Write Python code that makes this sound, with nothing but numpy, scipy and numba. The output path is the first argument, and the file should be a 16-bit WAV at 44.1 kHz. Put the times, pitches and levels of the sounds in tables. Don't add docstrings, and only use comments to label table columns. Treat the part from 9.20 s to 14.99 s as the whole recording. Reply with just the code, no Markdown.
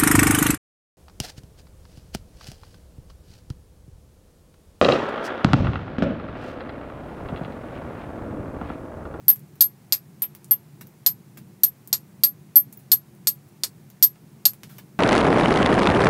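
import sys
import numpy as np
from scipy import signal
from scipy.fft import rfft, irfft, next_fast_len
from scipy.io import wavfile
from scipy.ndimage import uniform_filter1d, minimum_filter1d
from numba import njit

SR = 44100
rng = np.random.default_rng(int(sys.argv[2]) if len(sys.argv) > 2 else 0)


def store_pcm(level_fs):
    pcm = np.round(np.clip(level_fs, -1, 1) * 32767).astype(np.int16)
    wavfile.write(sys.argv[1], SR, np.atleast_2d(pcm).T)


N = 255339
SPAN = 9000
AGE = np.arange(SPAN) / SR

# start in seconds, then tip, stone and fizz energy in dB.
BILLET_BLOWS = [(0.082, 29, 0.5, 20.5), (0.4077, 24.5, 6.5, 16.5), (0.7236, 12.5, 3, 2),
                (1.0206, 9, -22, 2.5), (1.31, 18.5, -15, 3.5), (1.8631, 17, 3, -7), (2.4343, 19.5, -2, 9.5),
                (2.7287, 11.5, 3.5, -8.5), (3.036, 19, 3, 6.5), (3.3574, 27, -4, 10.5),
                (3.7172, 20, 4.5, 13), (4.0715, 13, 5, 6), (4.4355, -2, 0, -2), (4.8256, 23.5, 7.5, 12),
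                (5.254, 18.5, 6.5, -26.5)]

def blows():
    out = np.zeros(N)
    jolt = tone(hz=48.2, t60=.072) * (1 - np.exp(-AGE / .0013))
    for start, tip_db, stone_db, fizz_db in BILLET_BLOWS:
        weight_db = .31 * stone_db
        thud_db, crack_db = weight_db - 8, stone_db + 1.5
        add(out, undb(tip_db) * copper_tip(), start)
        add(out, undb(stone_db + 5) * flint_clink(), start)
        add(out, contact([thud_db, stone_db, crack_db, fizz_db], ms=.026, tail_db=-21.5), start)
        add(out, undb(weight_db - 52) * jolt, start)
    return out


# offset from TIP_HZ in Hz, relative level in dB, t60 in seconds.
TIP_MODES = [(0, 0, .075), (-84, -14, .07), (138, -21, .05), (-225, -26, .05), (-335, -29, .05),
             (-425, -29, .05), (215, -28, .05), (300, -28, .05)]
TIP_HZ = 12900

def copper_tip():
    modes = [(TIP_HZ + offset, db, t60) for offset, db, t60 in TIP_MODES]
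    return ring(modes, scatter_db=4.2, blur_db=-23)


# frequency in Hz in the first list, relative level in dB in the second.
FLINT_HZ = [3860, 4315, 4420, 4565, 4783, 5037, 5570, 6775, 8320]
FLINT_DB = [-11, -4.5, -7, -2.5, -1, -1.5, -5.5, -3.5, -2.5]
FLINT_T60_S = .015

def flint_clink():
    modes = [(hz, db, FLINT_T60_S) for hz, db in zip(FLINT_HZ, FLINT_DB)]
    return ring(modes, scatter_db=3, blur_db=-28)


def ring(modes, scatter_db, blur_db):
    shares_db = scatter_db * rng.standard_normal(len(modes))
    ringing = sum(undb(db + share) * tone(hz, t60) for (hz, db, t60), share in zip(modes, shares_db))
    ringing *= 1 - np.exp(-AGE / .00014)
    return unit_energy(room(ringing, t60=.089, tail_db=blur_db, echo_db=-8.5))


# centre in Hz, width in Hz.
CONTACT_BANDS = [(1900, 3100), (4950, 1900), (8600, 4200), (13300, 7130)]
BAND_T60_S = [.11, 0.078, 0.098, 0.088]

def contact(levels_db, ms, tail_db, echo_db=0):
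    grit = rng.standard_normal(SPAN) * np.exp(-AGE * 1000 / ms)
    out = np.zeros(SPAN)
    for db, (hz, width), t60 in zip(levels_db, CONTACT_BANDS, BAND_T60_S):
        heard = band(room(grit, t60, tail_db, echo_db), hz, width)
        out += undb(db) * unit_energy(heard)
    return out


# start in seconds, thud and fizz energy in dB, decay in ms.
SMALL_CONTACTS = [(0.0983, -11, -22, 0.017), (0.1083, -20, -22, 0.018), (0.16, -31, -18, 0.042),
                  (0.194, -44, -26, 0.027), (0.356, -36, -28.5, 0.044), (0.741, -14.5, -45, 1),
                  (1.0384, -16, -40, 2.7), (1.1504, -25.5, -16.5, 0.01), (1.2447, -40, -20.5, 0.037),
                  (1.282, -55, -36, 4), (1.332, -18.5, -40, 1.4), (1.61, -19, -15, 5),
                  (1.67, -35, -22.5, 0.098), (2.1725, -21.5, -17.5, 8.7), (2.6752, -40, -13, 0.024),
                  (3.064, -26, -25, 0.018), (3.3985, -36, -11, .02), (3.5264, -32, -15.5, 4.3),
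                  (3.591, -36, -26.5, 12), (3.9503, -49, -35, .1), (4.157, -56, -34, 2),
                  (4.288, -57.5, -34.5, 2.6), (4.7018, -34, -22.5, 0.18), (4.957, -33, -60, 4),
                  (5.3345, -27.5, -17, 0.044), (5.4341, -16, -18.5, 0.03), (5.494, -24, -21, 48),
                  (5.583, -18, -16, 5.4)]
# stone dip in dB, crack dip in dB.
MID_DIP_DB = [-7.5, -11]
# start in seconds, frequency in Hz, level in dB, t60 in seconds.
FLAKE_RINGS = [(3.573, 15000, -34, 0.041)]

def flakes():
    out = np.zeros(N)
    for start, thud_db, fizz_db, ms in SMALL_CONTACTS:
        levels_db = np.linspace(thud_db, fizz_db, len(CONTACT_BANDS)) + [0, *MID_DIP_DB, 0]
        add(out, contact(levels_db, ms, tail_db=-27, echo_db=-13), start)
    for start, hz, db, t60 in FLAKE_RINGS:
        add(out, undb(db) * tone(hz, t60), start)
    return out


def rustle(start_s=5.436, end_s=5.6, fade_s=.033, level_db=-60.5):
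    grains = rng.standard_normal(N) * undb(3.5 * rng.exponential(size=N))
    grains = band(grains, hz=8000, width=15600)
    t = np.arange(N) / SR
    envelope = (t > start_s) * np.exp(-np.maximum(t - end_s, 0) / fade_s)
    return undb(level_db) * envelope * grains / grains.std()


# delay in ms, relative level in dB.
NEAR_ECHOES = [(3.3, -1), (6.6, -8), (9.5, -12), (12.5, -14)]

def room(sound, t60, tail_db, echo_db):
    build = 1 - np.exp(-AGE / .002)
    path = undb(tail_db) * build * fade(t60) * rng.standard_normal(SPAN)
    path[0] += 1
    scatter_db = 1.5 * rng.standard_normal(len(NEAR_ECHOES))
    for (ms, db), extra_db in zip(NEAR_ECHOES, scatter_db):
        path[int(ms * SR / 1000)] += undb(db + extra_db + echo_db)
    return signal.fftconvolve(sound, path)[:SPAN]


# frequency in Hz, relative spectral density in dB.
HUM_SPECTRUM = [(15, -80), (25, -35), (59, -26.5), (144, 2), (178, -5.5), (204, -2.5), (233, -11.5),
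                (445, -19), (495, -24), (871, -25.5), (945, -26.5), (1300, -30.5), (2360, -33),
                (3090, -37.5)]

def hum(bed_db=-49.5, drone_db=-66.5, swell_db=2, swells_per_s=16):
    hz, db = np.transpose(HUM_SPECTRUM)
    size = next_fast_len(N)
    bin_hz = np.arange(size // 2 + 1) * SR / size + 1
    shape = undb(np.interp(np.log(bin_hz), np.log(hz), db))
    bed = irfft(rfft(rng.standard_normal(size)) * shape, size)[:N]
    bed *= undb(bed_db) / bed.std()
    hold = int(SR / swells_per_s)
    steps = np.repeat(rng.standard_normal(N // hold + 1), hold)[:N]
    swell = undb(swell_db * uniform_filter1d(steps, hold))
    rumble = band(bed, hz=229, width=740)
    drone = band(rng.standard_normal(N), hz=351.2, width=17)
    return bed + rumble * (swell - 1) + undb(drone_db) * drone / drone.std()


def undb(db):
    return 10 ** (np.asarray(db) / 20)


def fade(t60):
    return np.exp(-np.log(1000) * AGE / t60)


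def tone(hz, t60):
    return np.sin(2 * np.pi * hz * AGE) * fade(t60)


def band(x, hz, width):
    edges = max(hz - width / 2, 60), min(hz + width / 2, .45 * SR)
    return signal.sosfilt(signal.butter(2, edges, "band", fs=SR, output="sos"), x)


def unit_energy(x):
    return x / np.sqrt(np.sum(x ** 2))


def add(out, x, start_s):
    i = int(start_s * SR)
    out[i:i + SPAN] += x[:min(SPAN, N - i)]


@njit
def follow_peaks(x, release):
    peaks, level = np.empty(len(x)), 1e-9
    for i in range(len(x)):
        level = max(abs(x[i]), level * release)
        peaks[i] = level
    return peaks


def scene():
    return (blows() + flakes() + rustle() + hum())[None]


LIMIT_DB, RELEASE_S, AHEAD_S, TOP_HZ = -1.2, .006, .0004, 15730

def record(dry):
    peaks = follow_peaks(dry[0], np.exp(-1 / (RELEASE_S * SR)))
    gain = np.minimum(1, undb(LIMIT_DB) / peaks)
    ahead = int(AHEAD_S * SR)
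    gain = uniform_filter1d(minimum_filter1d(gain, 2 * ahead), ahead)
    lowpass = signal.ellip(12, .2, 70, TOP_HZ, fs=SR, output="sos")
    return np.clip(signal.sosfilt(lowpass, gain * dry[0]), -1, 1)[None]


dry = scene()
out = record(dry)
store_pcm(out)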